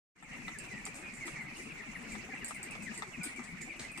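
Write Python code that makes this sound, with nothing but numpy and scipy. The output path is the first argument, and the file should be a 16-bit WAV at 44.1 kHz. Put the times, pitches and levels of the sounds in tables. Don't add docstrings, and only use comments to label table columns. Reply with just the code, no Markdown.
import sys
import numpy as np
from scipy import signal
from scipy.fft import rfft, irfft
from scipy.io import wavfile

SR = 44100
rng = np.random.default_rng(int(sys.argv[2]) if len(sys.argv) > 2 else 0)


def unload_wav(signal):
    wavfile.write(
        sys.argv[1],
        SR,
        np.round(np.clip(np.atleast_2d(signal).T, -1, 1) * 32767).astype(np.int16),
    )


N = 176400

# (s, length s, first pitch Hz, last pitch Hz, level dB, left-right dB)
PEEPS = [(0.245, 0.032, 2373, 2065, -46.5, 0), (0.468, 0.027, 1975, 2010, -41.5, 0), (0.539, 0.04, 1880, 1664, -47, 5.5),
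         (0.716, 0.042, 2030, 1870, -39.5, 1), (0.752, 0.06, 1990, 1706, -45.5, 4), (0.831, 0.027, 2400, 2235, -49, -13),
         (1.021, 0.098, 2470, 2480, -43.5, -2), (1.205, 0.069, 2250, 1960, -40.5, -2), (1.334, 0.055, 2390, 2090, -42.5, -4),
         (1.353, 0.048, 2010, 1710, -45.5, 1), (1.381, 0.06, 2272, 1953, -39.5, 3),
         (1.473, 0.063, 2600, 2300, -52, 0), (1.554, 0.03, 2920, 2890, -49, 2), (1.697, 0.034, 2760, 2270, -43.5, 2), (1.787, 0.039, 2257, 1717, -43.5, 9),
         (1.944, 0.029, 2398, 1720, -39, 6), (2.109, 0.052, 2340, 1950, -44.5, -1), (2.293, 0.048, 1930, 1600, -42.5, 3),
         (2.314, 0.051, 2130, 1960, -43, 5), (2.363, 0.04, 2780, 2390, -48, 1), (2.467, 0.025, 2270, 1930, -49, -2),
         (2.537, 0.054, 2340, 1942, -43.5, 3), (2.667, 0.032, 2297, 2410, -47, 0), (2.823, 0.058, 2596, 2270, -47.5, -3),
         (2.862, 0.0424, 2055, 1656, -40.5, 8), (2.959, 0.042, 2136, 1877, -45, -4),
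         (3.138, 0.028, 2320, 1850, -44.5, 0), (3.19, 0.098, 1460, 1482, -52, 4), (3.195, 0.058, 2530, 2220, -48.5, 1), (3.3, 0.036, 2347, 2075, -47, 8),
         (3.356, 0.038, 2424, 2190, -43, 8), (3.474, 0.051, 2237, 2064, -47, 1), (3.595, 0.048, 2400, 1960, -44.5, -5),
         (3.69, 0.046, 2442, 2070, -40.5, 6), (3.711, 0.06, 2940, 2320, -52, 0), (3.832, 0.034, 2105, 2020, -44.5, -10), (3.88, 0.051, 2586, 2424, -45.5, 1)]
PEEP_DB, PEEP_ROOM_DB, OCTAVE_DB, PEEP_WAVER, PEEP_FLUTTER_DB = 2, -4.5, -26.5, 0.014, 3.5
PEEP_RASP, RASP_HZ = 0.19, 655
FLOCK_PER_S, FLOCK_HZ, FLOCK_SPREAD, FLOCK_FALL, FLOCK_LENGTH_S = 115, 2233, 0.092, 0.1593, .042
FLOCK_DB, FLOCK_ROOM_DB, FLOCK_SPREAD_DB = -47, -4, 4
# (s, level dB, left-right dB, rattle decay s)
PECKS = [(0.226,-42.5,0,0.0075),(.586,-37,-10,0.0032),(0.593,-45,6,0.0024),(.853,-32.5,-1,0.0053),(0.865,-37.5,3,0.0051),(1.137,-45,-2,0.039),
 (2.12,-43.5,-4,0.012),(2.4456,-27.5,-4,0.0021),(2.482,-34.5,-2,0.0083),(2.547,-39,1,0.0078),(2.63,-32,1,0.0035),(2.709,-37.5,-1,0.0054),(2.824,-40,4,0.018),
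 (2.977,-31,-1,0.0028),(3.233,-27.5,1,0.013),(3.362,-40.5,-3,0.002),(3.618,-37,-6,0.0072),(3.917,-45,3,0.009),(3.975,-40.5,2,.015)]
# (Hz, dB, t60 s)
NIPPLE = [(4800,-13.5,0.014),(6440,-7.5,0.0034),(7510,-1.5,0.014),(7826,-1.5,0.016),(8494,0,0.012),(9260,-3.5,0.0073),(11200,-21,0.0042),(13200,-12,0.0052)]
PECK_DB, PECK_ROOM_DB, RATTLE_PER_S, RATTLE_DB = -1.5, 0, 1600, -6.5
FAR_PECKS_PER_S, FAR_PECK_DB = 30, -53
# (s, peak dB, crack dB)
KNOCKS = [(.225,-40,-57),(.481,-40.5,-36.5),(.864,-41.5,-29.5),(1.279,-42,-41),(2.153,-43.5,-41),(2.508,-41.5,-39),(2.753,-44,-39),(3.022,-36.5,-34),(3.393,-46,-49),(3.802,-48.5,-40),(3.976,-43,-35)]
# (Hz, dB, t60 s)
PLASTIC = [(240,-21,0.035),(687,-8.5,0.044),(826,-5,0.028),(1224,1.5,0.017),(1650,0,0.019),(2000,1.5,0.012),(2750,-2.5,0.004),(3420,-5.5,0.0089)]
KNOCK_DB, KNOCK_ROOM_DB, KNOCK_PAN_DB, FAR_KNOCKS_PER_S, FAR_KNOCK_DB = 5, 0.5, 3.5, 38, -52.5
# (s, peak dB, pitch Hz, length s)
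THUMPS = [(0.371,-40,240.4,0.062),(.44,-38.5,185,0.059),(0.721,-36.5,210,0.052),(1.247,-38.5,328,0.058),(1.439,-43.5,188,0.048),(1.647,-37,232,0.049),
 (1.95,-41.5,182,0.064),(1.99,-40,242,0.061),(2.05,-39,212.8,0.18),(2.81,-36.5,212,0.043),(2.892,-33.5,218,0.046),(3.174,-32.5,243,0.027),(3.188,-32,172,0.034),(3.255,-35,297,0.029),(3.382,-35.5,241.4,0.044),(3.51,-38.5,183,0.065)]
THUMP_DB, THUMP_ROUGH, LOW_PAN_DB, LOW_ROOM_DB = -2.5, 0.59, 6.5, -20.5
SCUFFS_PER_S, SCUFF_HZ, SCUFF_SPREAD, SCUFF_DB, SCUFF_LENGTH_S = 45, 235.5, 0.3005, -49.5, 0.037
# (Hz, left-right dB)
RUSTLE = [(15, -34), (25, 0.5), (96, -12.5), (183, 0.5), (331, -9), (509, -13), (1490, -13), (2300, -8), (3090, -26),
          (3830, -24), (6050, -23), (7700, -16.5), (9050, -23), (10600, -47.5), (15500, -38.5)]
LIKENESS = [(30,0.3),(180,0.97),(350,0.49),(700,0.35),(2200,0.088),(5000,0.085),(12000,0.047)]
LEAN = [(30,1),(200,7),(700,2.5),(1400,7.5),(2500,-3),(4200,0.5),(7000,-6),(12000,6)]
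RUSTLE_DB, RUSTLE_PATCHY_DB = -47, 3.5
SHED_T60_S, SHED_BUILD_S, EAR_LAG_S = 0.3, 0.0031, .0004
# (s, dB)
FADE_IN = [(.135,-97),(.16,-21),(.25,-11),(.36,-3.5)]
CUTOFF_HZ = 15500
TIME = np.arange(N) / SR
# (s, length s, level dB)
SCRATCHES = [(.94,0.067,-48),(1.255,0.059,-46.5),(1.55,0.15,-52.5),(2.083,.08,-53.5),(2.469,0.059,-47),(2.937,.065,-47),(3.235,0.051,-43),(3.431,0.048,-50),(3.609,0.025,-45.5),(3.792,0.054,-43)]
# (Hz, dB)
GRIT = [(1500,-9),(4000,-10.5),(6000,-10),(7700,0),(8900,-4),(10500,-16),(15000,-31.5)]
GRAINS_PER_S, SCRATCH_VARY_DB = 1200, 3
CRACK_S, CRACK_LOW_HZ, CRACK_HIGH_HZ = 0.0019, 2010, 6900
DETUNE, MODE_VARY_DB = .04, 2.5
# (s, level dB)
CLUCKS = [(.325,-49.5),(0.867,-50.5),(2.283,-47),(2.328,-44),(3.67,-48)]
CLUCK_S, CLUCK_HZ, CLUCK_RISE = 0.024, 234.7, 0.19
THROAT_DB = [6, -9.5, 0, -19]


def from_db(db):
    return 10 ** (np.asarray(db) / 20)


def rms_one(x):
    return x / np.sqrt(np.mean(x ** 2) + 1e-20)


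def at_hz(points, hz):
    return np.interp(np.log(hz), np.log(np.array(points)[:, 0]), np.array(points)[:, 1])


def drift(rate_hz, size):
    return np.interp(np.arange(size) * rate_hz / SR, np.arange(size // 20 + 2), rng.standard_normal(size // 20 + 2))


def panned(pan_db):
    return rms_one(from_db([[pan_db / 2], [-pan_db / 2]]))


def add(out, s, sound, pan_db, lag_s=0):
    for row, gain, start in zip(out, panned(pan_db), (s - lag_s / 2, s + lag_s / 2)):
        i = int(np.clip(start * SR, 0, N))
        row[i:i + len(sound)] += gain * sound[:N - i]


def ring(clicks, modes):
    out = 0
    for k, (hz, db, t60) in enumerate(modes):
        r, w = np.exp(-np.log(1000) / (t60 * SR)), 2 * np.pi * hz / SR
        out = out + (-1) ** k * from_db(db) * signal.lfilter([0, np.sin(w)], [1, -2 * r * np.cos(w), r * r], clicks + 1e-18)
    return out


def shed(x, room_db, t60=SHED_T60_S):
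    t = TIME[:SR // 2]
    tail = rng.standard_normal((2, len(t))) * np.exp(-np.log(1000) * t / t60) * (1 - np.exp(-t / SHED_BUILD_S))
    tail /= np.sqrt(np.sum(tail ** 2, axis=1, keepdims=True))
    return x + from_db(room_db) * signal.fftconvolve(x, tail, axes=1)[:, :N]


def stray_clicks(per_s, db, spread_db):
    out = np.zeros((2, N))
    for when, (size, side) in zip(rng.random(400)[:int(per_s * N / SR)], np.clip(rng.standard_normal((400, 2)), -2, 2)):
        add(out, when * N / SR, from_db([db + spread_db * size]), 4 * side, EAR_LAG_S * side)
    return out


def peep(length, first_hz, last_hz, size=6000):
    u = np.minimum(TIME[:size] / length, 1)
    hz = (first_hz + (last_hz - first_hz) * np.sin(np.pi * u / 2) ** 2) * (1 + PEEP_WAVER * drift(173.4, size))
    phase = 2 * np.pi * np.cumsum(hz) / SR + PEEP_RASP * drift(RASP_HZ, size)
    swell = np.abs(np.sin(np.pi * u)) ** 0.79 * from_db(PEEP_FLUTTER_DB * drift(206.5, size))
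    return swell * (np.sin(phase) + from_db(OCTAVE_DB) * np.sin(2 * phase))


def near_birds():
    out = np.zeros((2, N))
    for s, length, first_hz, last_hz, db, pan_db in PEEPS:
        add(out, s, from_db(db + PEEP_DB) * peep(length, first_hz, last_hz), pan_db)
    return shed(out, PEEP_ROOM_DB)


def flock(count=700):
    out = np.zeros((2, N))
    for k, (late, pitch, fall, long, loud, side) in enumerate(np.clip(rng.standard_normal((count, 6)), -2.3, 2.3)):
        hz, drop = FLOCK_HZ * np.exp(FLOCK_SPREAD * pitch), FLOCK_FALL * (1 + 0.699 * fall)
        call = peep(FLOCK_LENGTH_S * np.exp(.3 * long), hz * (1 + drop / 2), hz * (1 - drop / 2))
        add(out, (k + late) / FLOCK_PER_S, from_db(FLOCK_SPREAD_DB * loud) * call, 4 * side - .5, EAR_LAG_S * side / 2)
    return from_db(FLOCK_DB) * rms_one(shed(out, FLOCK_ROOM_DB))


def drinkers(size=6000):
    out, t = ring(stray_clicks(FAR_PECKS_PER_S, FAR_PECK_DB, spread_db=4.0), NIPPLE), TIME[:size]
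    for s, db, pan_db, decay in PECKS:
        chatter = (rng.random(size) < RATTLE_PER_S / SR) * rng.standard_normal(size) * from_db(RATTLE_DB) * np.exp(-t / decay)
        chatter[0] = 1
        add(out, s, from_db(db + PECK_DB) * ring(chatter, struck(NIPPLE)), pan_db, EAR_LAG_S * rng.uniform(-.5, .5))
    return shed(out, PECK_ROOM_DB, t60=0.13)


def knocks(size=6000):
    out = ring(stray_clicks(FAR_KNOCKS_PER_S, FAR_KNOCK_DB, spread_db=2.0) * panned(KNOCK_PAN_DB), PLASTIC)
    bright = signal.butter(2, [CRACK_LOW_HZ, CRACK_HIGH_HZ], "band", fs=SR, output="sos")
    for s, db, crack_db in KNOCKS:
        body = ring(signal.unit_impulse(size), struck(PLASTIC))
        crack = signal.sosfilt(bright, rng.standard_normal(size) * np.exp(-TIME[:size] / CRACK_S) + 1e-18)
        add(out, s, from_db(db + KNOCK_DB) * body + from_db(crack_db) * crack, KNOCK_PAN_DB, EAR_LAG_S / 2)
    return shed(out, KNOCK_ROOM_DB, t60=0.058)


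def thump(length, hz, size=12000):
    u = np.minimum(TIME[:size] / length, 1)
    return np.sin(np.pi * u ** 0.93) * np.sin(2 * np.pi * hz * TIME[:size] + THUMP_ROUGH * drift(297.8, size))


def scuffling(count=260):
    out = np.zeros((2, N))
    for s, db, hz, length in THUMPS:
        add(out, s, from_db(db + THUMP_DB) * thump(length, hz), LOW_PAN_DB)
    for k, (late, pitch, loud, side) in enumerate(np.clip(rng.standard_normal((count, 4)), -2, 2)):
        add(out, (k + late) / SCUFFS_PER_S, from_db(SCUFF_DB + 2.7 * loud) * thump(SCUFF_LENGTH_S, SCUFF_HZ * np.exp(SCUFF_SPREAD * pitch)), LOW_PAN_DB + 2 * side)
    return shed(out, LOW_ROOM_DB)


def rustle():
    out, together, white = 0, drift(14, N), rng.standard_normal((2, 2, N))
    edges = 22 * 2 ** np.arange(0, 9.6, .5)
    for k, (low, high) in enumerate(zip(edges, edges[1:])):
        mid, side = signal.sosfilt(signal.butter(3, [low, high], "band", fs=SR, output="sos"), white[k % 2])
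        hz = np.sqrt(low * high)
        alike = np.clip(at_hz(LIKENESS, hz), -1, 1)
        gain = from_db(at_hz(RUSTLE, hz) + RUSTLE_PATCHY_DB * (0.49 * together + drift(40, N))) * panned(at_hz(LEAN, hz))
        out = out + gain * (np.sqrt(1 + alike) * mid + np.sqrt(1 - alike) * side * [[1], [-1]])
    return from_db(RUSTLE_DB) * rms_one(out)


def struck(modes):
    tuning = np.exp(DETUNE * rng.standard_normal())
    return [(hz * tuning, db + MODE_VARY_DB * rng.standard_normal(), t60) for hz, db, t60 in modes]


def clucks():
    out, u = np.zeros((2, N)), np.minimum(TIME / CLUCK_S, 1)
    phase = 2 * np.pi * np.cumsum(CLUCK_HZ * (1 + CLUCK_RISE * u)) / SR
    voice = np.sin(np.pi * u) * sum(from_db(db) * np.sin((k + 1) * phase) for k, db in enumerate(THROAT_DB))
    for s, db in CLUCKS:
        add(out, s, from_db(db) * voice, LOW_PAN_DB)
    return shed(out, LOW_ROOM_DB)


def scratches(size=8192):
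    out, hz = np.zeros((2, N)), np.linspace(1, SR / 2, size // 2 + 1)
    for s, length, db in SCRATCHES:
        grains = (rng.random(size) < GRAINS_PER_S / SR) * rng.standard_normal(size)
        colour = [(f, level + SCRATCH_VARY_DB * rng.standard_normal()) for f, level in GRIT]
        grit = rms_one(irfft(rfft(grains) * from_db(at_hz(colour, hz))))
        stroke = np.sin(np.pi * np.minimum(TIME[:size] / length, 1) ** 0.43)
        add(out, s, from_db(db) * stroke * grit, 0, EAR_LAG_S * rng.uniform(-.5, .5))
    return shed(out, room_db=0.5)


def scene():
    return near_birds() + flock() + clucks() + drinkers() + scratches() + knocks() + scuffling() + rustle()


def record(dry):
    faded = dry * from_db(np.interp(TIME, *np.transpose(FADE_IN)))
    return signal.sosfilt(signal.ellip(10, .3, 70, CUTOFF_HZ, fs=SR, output="sos"), faded)


dry = scene()
out = record(dry)
unload_wav(out)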